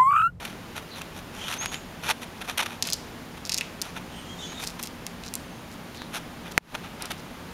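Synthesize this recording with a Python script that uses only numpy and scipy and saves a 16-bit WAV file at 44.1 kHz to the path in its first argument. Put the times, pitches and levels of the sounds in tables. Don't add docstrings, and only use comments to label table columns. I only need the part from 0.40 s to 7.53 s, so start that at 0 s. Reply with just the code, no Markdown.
import sys
import numpy as np
from scipy import signal
from scipy.fft import rfft, irfft, next_fast_len
from scipy.io import wavfile
from scipy.ndimage import map_coordinates

SR = 44100
rng = np.random.default_rng(int(sys.argv[2]) if len(sys.argv) > 2 else 0)


def dump_mix(stems):
    frames = np.atleast_2d(stems).T
    limited = np.clip(frames, -1, 1)
    pcm = np.round(limited * 32767).astype(np.int16)
    wavfile.write(sys.argv[1], SR, pcm)


N = 314433

# f/Hz, level/dB
SHELL_SPECTRUM = [(300, -35), (1300, -26.5), (2000, -11), (2500, -6), (3500, -3.5), (4900, -1), (6800, -3),
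                  (7700, -2), (9000, -5), (11500, -7.5), (13000, -11), (16000, -18)]
# middle t/s, length/s, crumbling level/dB, splinter level/dB before the snap gain
BITES = [(2.479, .08, -53, -19.5), (3.066, .03, -46, -21.5), (3.129, 0.031, -48, -15.5),
         (3.18, .028, -52, -18.5), (4.261, 0.11, -45, -30.5), (4.44, .057, -40.5, -30),
         (4.863, 0.053, -57, -28), (5.332, .045, -49, -43), (5.564, 0.034, -52, -31.5),
         (6.119, .012, -44.5, -31), (6.792, 0.027, -49, -37)]


def amp(db):
    return 10 ** (np.asarray(db) / 20)


def unit(x):
    return x / np.sqrt(np.mean(x ** 2) + 1e-20)


def along(points, f_hz):
    f, v = np.transpose(points)
    return np.interp(np.log(f_hz + 1), np.log(f + 1), v)


def clock():
    return np.arange(N) / SR


def wobble(rate_hz):
    knots = rng.standard_normal(int(N * rate_hz / SR) + 4)
    return map_coordinates(knots, [np.arange(N) * rate_hz / SR])


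def filtered(x, response):
    m = next_fast_len(len(x) + SR // 4)
    return irfft(rfft(x, m) * response(np.fft.rfftfreq(m, 1 / SR)), m)[:len(x)]


def resonate(x, modes):
    def bank(f):
        return sum(amp(db) * 1j * f * w / (c * c - f * f + 1j * f * w) for c, w, db in modes)
    return filtered(x, bank)


def causal(db):
    cepstrum = irfft(np.log(amp(db) + 1e-6))
    half = len(cepstrum) // 2
    fold = np.r_[1, np.full(half - 1, 2), 1, np.zeros(half - 1)]
    return irfft(np.exp(rfft(cepstrum * fold)))


def coloured(x, points):
    response = causal(along(points, np.linspace(0, SR / 2, 513)))
    return signal.fftconvolve(x, response)[:len(x)]


def swell(t, length_s):
    return np.exp(-np.abs(2 * t / length_s) ** 3)


def strokes(rows):
    t = clock()
    return np.sqrt(sum((amp(db) * swell(t - s, length)) ** 2 for s, length, db in rows))


def slips(rate_hz, spread_db):
    hit = rng.random(N) < rate_hz / SR
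    sign = np.sign(rng.standard_normal(N))
    return hit * sign * amp(spread_db * np.clip(rng.standard_normal(N), -2, 2))


def echo(x, t60_s):
    # f/Hz, level/dB
    scatter = [(300, -31), (1500, 5.5), (4500, -3.5), (7000, -5.5), (10000, -8), (16000, -15.5)]
    t, out, step = np.arange(SR // 2) / SR, np.zeros(N + SR), SR // 3
    for i in range(0, N, step):
        noise = filtered(rng.standard_normal(len(t)), lambda f: amp(along(scatter, f)))
        tail = noise * amp(-60 * t / t60_s)
        part = signal.fftconvolve(x[i:i + step], tail / np.linalg.norm(tail))
        out[i:i + len(part)] += part
    return out[:N]


def town(air_db=-42.0, air_vary_db=0.19):
    # f/Hz, level/dB
    air_spectrum = [(13, -45), (22, -5), (107, -3), (166, -1.5), (243, -2), (408, -7), (582, -8.5),
                    (853, -9.5), (2690, -16.5), (3000, -17), (5770, -25), (6610, -25.5), (8230, -30),
                    (8930, -28), (15000, -32)]
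    # f/Hz, width/Hz, relative level/dB
    hum_modes = [(84, 11.6, -4), (174.7, 12.3, 2), (234.5, 11.7, 1), (835, 95, -17.5)]
    # t/s, rms level/dB
    hum_level = [(0, -50.5), (2.1, -49.5), (2.7, -46), (3.4, -47), (4.2, -46), (4.8, -47.5), (7.13, -46.5)]
    air = unit(filtered(rng.standard_normal(N), lambda f: amp(along(air_spectrum, f))))
    hum = unit(resonate(rng.standard_normal(N), hum_modes))
    hum_db = np.interp(clock(), *np.transpose(hum_level))
    return air * amp(air_db + air_vary_db * wobble(5)) + hum * amp(hum_db)


def chirp(length_s, f_hz, glide_hz, width_hz):
    u = np.arange(-SR // 4, SR // 4) / SR
    blur = filtered(rng.standard_normal(len(u)), lambda f: 1 / (1 + (2 * (f - f_hz) / width_hz) ** 2))
    shape = swell(u, length_s)
    glide = np.exp(1j * np.pi * glide_hz / length_s * u ** 2)
    call = shape * np.real(signal.hilbert(blur) * glide)
    return call * np.linalg.norm(shape) / np.linalg.norm(call)


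def whistle(wet_db=-7, flutter_db=2):
    # t/s, f/Hz, rms level/dB; pitch and level then flutter
    course = [(1.165, 6100, -70), (1.19, 6280, -34), (1.225, 6690, -38), (1.26, 6600, -44),
              (1.31, 6700, -50), (1.34, 6700, -42), (1.39, 7500, -56)]
    t = clock()
    s, hz, db = np.transpose(course)
    pitch_hz = np.interp(t, s, hz) * (1 + .004 * wobble(150))
    level = amp(np.interp(t, s, db, left=-120, right=-120) + flutter_db * wobble(71))
    tone = np.sqrt(2) * level * np.sin(2 * np.pi * np.cumsum(pitch_hz) / SR)
    return tone + amp(wet_db) * echo(tone, t60_s=0.43)


def far_calls(wet_db=-6, octave_db=-9.5, octave_width_hz=2900, octave_stretch=1.7, octave_top_hz=7700):
    # middle t/s, length/s, f/Hz, glide/Hz over the length, width/Hz, level/dB
    calls = [(.535, 0.068, 4000, -700, 900, -47), (1.041, 0.1, 3180, -2, 450, -41.5),
             (3.78, 0.12, 8530, -100, 220, -57.5), (3.789, 0.18, 3100, 2, 600, -51),
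             (3.91, 0.065, 3230, 32, 50, -46), (4.002, .028, 3690, 100, 60, -43.5),
             (4.047, .08, 3093, 0, 25, -43), (4.045, 0.045, 3450, -2, 30, -42.5),
             (4.09, 0.14, 6550, 100, 200, -50.5), (4.106, 0.25, 3380, 0, 1800, -50),
             (4.187, .06, 3692, 0, 160, -44), (5.145, 0.23, 6400, 600, 40, -66),
             (5.6, 0.12, 3950, -200, 1100, -49.5)]
    far = np.zeros(N + SR)
    for middle, length, hz, glide_hz, width_hz, db in calls:
        octave = chirp(octave_stretch * length, 2 * hz, 2 * glide_hz, octave_width_hz)
        call = chirp(length, hz, glide_hz, width_hz)
        call = call + amp(octave_db) * octave * (2 * hz < octave_top_hz)
        far[round(middle * SR) - SR // 4:][:len(call)] += amp(db) * call
    far = far[:N]
    return far + amp(wet_db) * echo(far, t60_s=0.23)


def knocks(body_db=-21, body_t60_s=0.019, sag=0.44, sag_s=.00014, attack_s=.00009,
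           overtone=2.27, overtone_db=-10):
    # t/s, level/dB, settled f/Hz, ring t60/s, crack level/dB relative to the knock
    contacts = [(1.2592, -11, 1580, 0.0028, -14), (1.3435, -20, 1900, 0.0023, -6),
                (5.619, -15, 1440, 0.0025, -14), (6.1782, 19.5, 1970, 0.0017, -20.5)]
    # f/Hz, level/dB
    crack_spectrum = [(150, 24), (1000, 12), (3000, -16), (6500, 9.5), (10000, 2), (15000, -18)]
    out, t = np.zeros(N + SR), np.arange(SR // 20) / SR
    for s, db, hz, t60_s, crack_db in contacts:
        phase = 2 * np.pi * np.cumsum(hz * (1 + sag * np.exp(-t / sag_s))) / SR
        modes = np.sin(phase) + amp(overtone_db) * np.sin(2 * np.pi * overtone * hz * t)
        ring = modes * amp(-60 * t / t60_s) * (1 - np.exp(-t / attack_s))
        crack = coloured(t == 0, crack_spectrum)
        crack = amp(crack_db) * crack / np.abs(crack).max()
        dull = unit(resonate(rng.standard_normal(len(t)), [(835, 540, 0)]))
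        body = dull * amp(body_db - 60 * t / body_t60_s)
        out[round(s * SR):][:len(t)] += amp(db) * (ring + crack + body)
    return out[:N]


def pressure(rows, fitful, graze_db=-15, graze_top_db=-53.5, graze_s=.12):
    graze = strokes([(s, graze_s, db + graze_db) for s, length, db in rows])
    return np.hypot(strokes(rows), np.minimum(graze, amp(graze_top_db)) * fitful)


def scrapes(split_hz=4000, grain_db=3.0, crackle_db=-4, graze_vary_db=5):
    # middle t/s, length/s, level/dB, added treble/dB
    rubs = [(0.047, 0.16, -41.5, -1), (0.056, 0.0083, -29.5, -0.5), (.374, 0.038, -34.5, 0),
            (0.577, 0.046, -39.5, 1), (.617, 0.0086, -30, -13), (0.778, 0.049, -46, 6),
            (1.03, 0.19, -41, -1), (1.125, .1, -33.5, 2), (1.232, 0.052, -32, -4.5),
            (1.338, 0.055, -36, -0.5), (1.667, 0.074, -31, -1.5), (1.704, 0.032, -20, -1),
            (1.83, 0.033, -39, 3), (2.02, 0.019, -33, -2.5), (2.098, 0.041, -30.5, -1),
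            (2.181, 0.012, -26, 3.5), (2.201, 0.029, -22.5, -3), (2.231, 0.018, -27, -2.5),
            (2.263, 0.012, -28.5, -2), (2.31, 0.12, -41.5, -4), (2.474, .019, -37, 6),
            (2.978, 0.011, -40, -2), (3.462, 0.096, -42.5, -3), (3.575, 0.026, -33.5, -7),
            (4.128, 0.018, -39, -8), (4.202, .018, -36, 1), (4.233, 0.027, -35.5, 2),
            (4.397, 0.012, -34, 2), (5.76, 0.053, -32, 1), (6.07, 0.04, -41, -10),
            (6.352, .015, -28.5, -8.5), (6.448, .027, -38, -11), (6.633, 0.076, -37.5, -18),
            (6.713, 0.021, -32, -4)]
    # f/Hz, level/dB
    slip_spectrum = [(150, -26.5), (400, -7.5), (600, -1.5), (1000, -2), (1600, -1), (2100, -0.5),
                     (2500, -3), (3600, 1), (4900, -11.5), (5900, -4), (7300, -13.5), (10500, -10),
                     (12000, -10.5), (13200, -22), (16000, -30)]
    # f/Hz, width/Hz, level/dB
    rub_modes = [(865, 140, 2), (1354, 280, 0), (2450, 170, 1.5)]
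    fine = unit(slips(rate_hz=14000, spread_db=5.5) * amp(grain_db * wobble(350)))
    catches = unit(slips(rate_hz=600, spread_db=5))
    rub = coloured(fine + amp(crackle_db) * catches, slip_spectrum)
    rub = unit(rub + resonate(rub, rub_modes))
    body = filtered(rub, lambda f: 1 / (1 + (f / split_hz) ** 2))
    fitful = amp(graze_vary_db * wobble(60))
    dull = pressure([(s, length, db) for s, length, db, bright in rubs], fitful)
    crisp = pressure([(s, length, db + bright) for s, length, db, bright in rubs], fitful)
    return body * dull + (rub - body) * crisp


def crumbles():
    grains = unit(coloured(slips(rate_hz=1500, spread_db=12.0), SHELL_SPECTRUM))
    return grains * strokes([(s, length, db) for s, length, db, _ in BITES])


def splinters(count=24, rate_hz=150, pitch_hz=4700, vary_db=3, vary_octaves=0.19, edge_db=-4):
    rows = []
    for (middle, length, _, db), luck in zip(BITES, rng.standard_normal((len(BITES), count, 3))):
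        after_s = (np.arange(count) + .5 + .3 * luck[:, 0]) / rate_hz
        level_db = db + vary_db * luck[:, 1]
        pitch = pitch_hz * 2 ** (vary_octaves * luck[:, 2])
        run = np.c_[middle - length / 2 + after_s, level_db, pitch, np.full(count, edge_db)]
        rows += list(run[after_s < length])
    return rows


def snaps(gain_db=6.0, ring_db=5, ring_octaves=0.39, vary_db=2.0, body_vary_db=3.5, near_db=-7.0, yard_db=-13.5):
    # t/s, level/dB before gain_db, f/Hz, treble edge/dB
    fibres = [(0.052, -17.5, 3600, 7), (.618, -19, 2800, 3), (1.1267, -18, 2900, 4), (1.1405, -15, 3500, 5),
              (1.2592, -10.5, 3200, 3), (1.3437, -13.5, 3420, -5), (1.7065, -17, 3400, 15),
              (1.7097, -24, 3400, 5), (2.178, -16, 2900, 22), (2.182, -8, 3400, 12),
              (2.4248, -3.5, 5360, -5), (2.427, -11, 5130, 6), (2.474, -13, 5200, 2),
              (2.5023, -13, 5400, 3), (2.525, -8.5, 5250, -17), (2.5327, -3.5, 5260, 0),
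              (2.5367, -13, 5200, 12), (2.5407, -14, 4800, -8), (3.0948, -8, 4490, -2),
              (3.098, -13, 5200, -3), (3.1205, -8, 4700, -8), (3.128, -20, 4580, -3),
              (3.1441, -5, 4870, 0.5), (3.178, -12, 5400, -2), (3.1834, -8, 6500, -3),
              (3.2103, -8, 4400, 4), (3.4166, -9, 5600, 2), (3.421, -10.5, 5600, 8),
              (4.239, -15.5, 4200, 4), (4.27, -19, 6400, -7), (4.2736, -11, 6440, -2),
              (4.4287, -12.5, 6200, 10), (4.4363, -14, 6700, 6), (4.4728, -18, 4470, 1),
              (4.6665, -12.5, 5330, 1), (4.8803, -21.5, 4850, -6), (4.939, -12, 5400, 5.5),
              (4.954, -10, 7300, 9.5), (6.623, -13, 4500, 5), (6.6566, -17, 4570, 5),
              (6.7178, -14.5, 3600, 7)]
    # f/Hz, body level/dB
    body_by_pitch = [(3400, 11.5), (4400, 8.5), (4800, -7.5), (5300, -4), (7000, -4.5)]
    out, f = np.zeros(N + SR), np.fft.rfftfreq(512, 1 / SR) + 1
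    for (s, db, hz, edge_db), luck in zip(list(fibres) + splinters(), rng.standard_normal(size=(300, 14))):
        ring = ring_db * np.exp(-(np.log2(f / hz) / ring_octaves) ** 2)
        body_db = along(body_by_pitch, hz) + body_vary_db * luck[0]
        shape = along([(2700, body_db), (4400, 0), (7000, 0), (9500, edge_db)], f)
        chance = vary_db * np.interp(f, np.linspace(0, SR / 2, len(luck)), luck)
        crack = causal(along(SHELL_SPECTRUM, f) + ring + shape + chance)
        out[round(s * SR):][:len(crack)] += amp(db + gain_db) * crack / np.linalg.norm(crack)
    direct = out[:N]
    return direct + amp(near_db) * echo(direct, t60_s=0.033) + amp(yard_db) * echo(direct, t60_s=0.49)


def scene():
    background = town() + whistle() + far_calls()
    return (background + knocks() + scrapes() + crumbles() + snaps())[None]


def gain_control(x, threshold_db=3, ratio=4, max_cut_db=23, release_db_per_s=142, attack_s=0.0021):
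    over_db = ratio * np.maximum(20 * np.log10(np.abs(x) + 1e-9) - threshold_db, 0)
    climb_db = release_db_per_s * clock()
    cut_db = np.maximum.accumulate(np.minimum(over_db, max_cut_db) + climb_db) - climb_db
    keep = np.exp(-1 / (attack_s * SR))
    return x * amp(-signal.lfilter([1 - keep], [1, -keep], cut_db))


def record(dry, clip_level=.72, notch_hz=8050, notch_width_hz=330, top_hz=15700):
    x = gain_control(dry[0])
    x = x / (1 + np.abs(x / clip_level) ** 5) ** (1 / 5)

    def response(f):
        away = notch_hz ** 2 - f * f
        notch = away / (away + 1j * f * notch_width_hz)
        return notch ** 2 / (1 + (f / top_hz) ** 80)
    return filtered(x, response)[None]


dry = scene()
out = record(dry)
dump_mix(out)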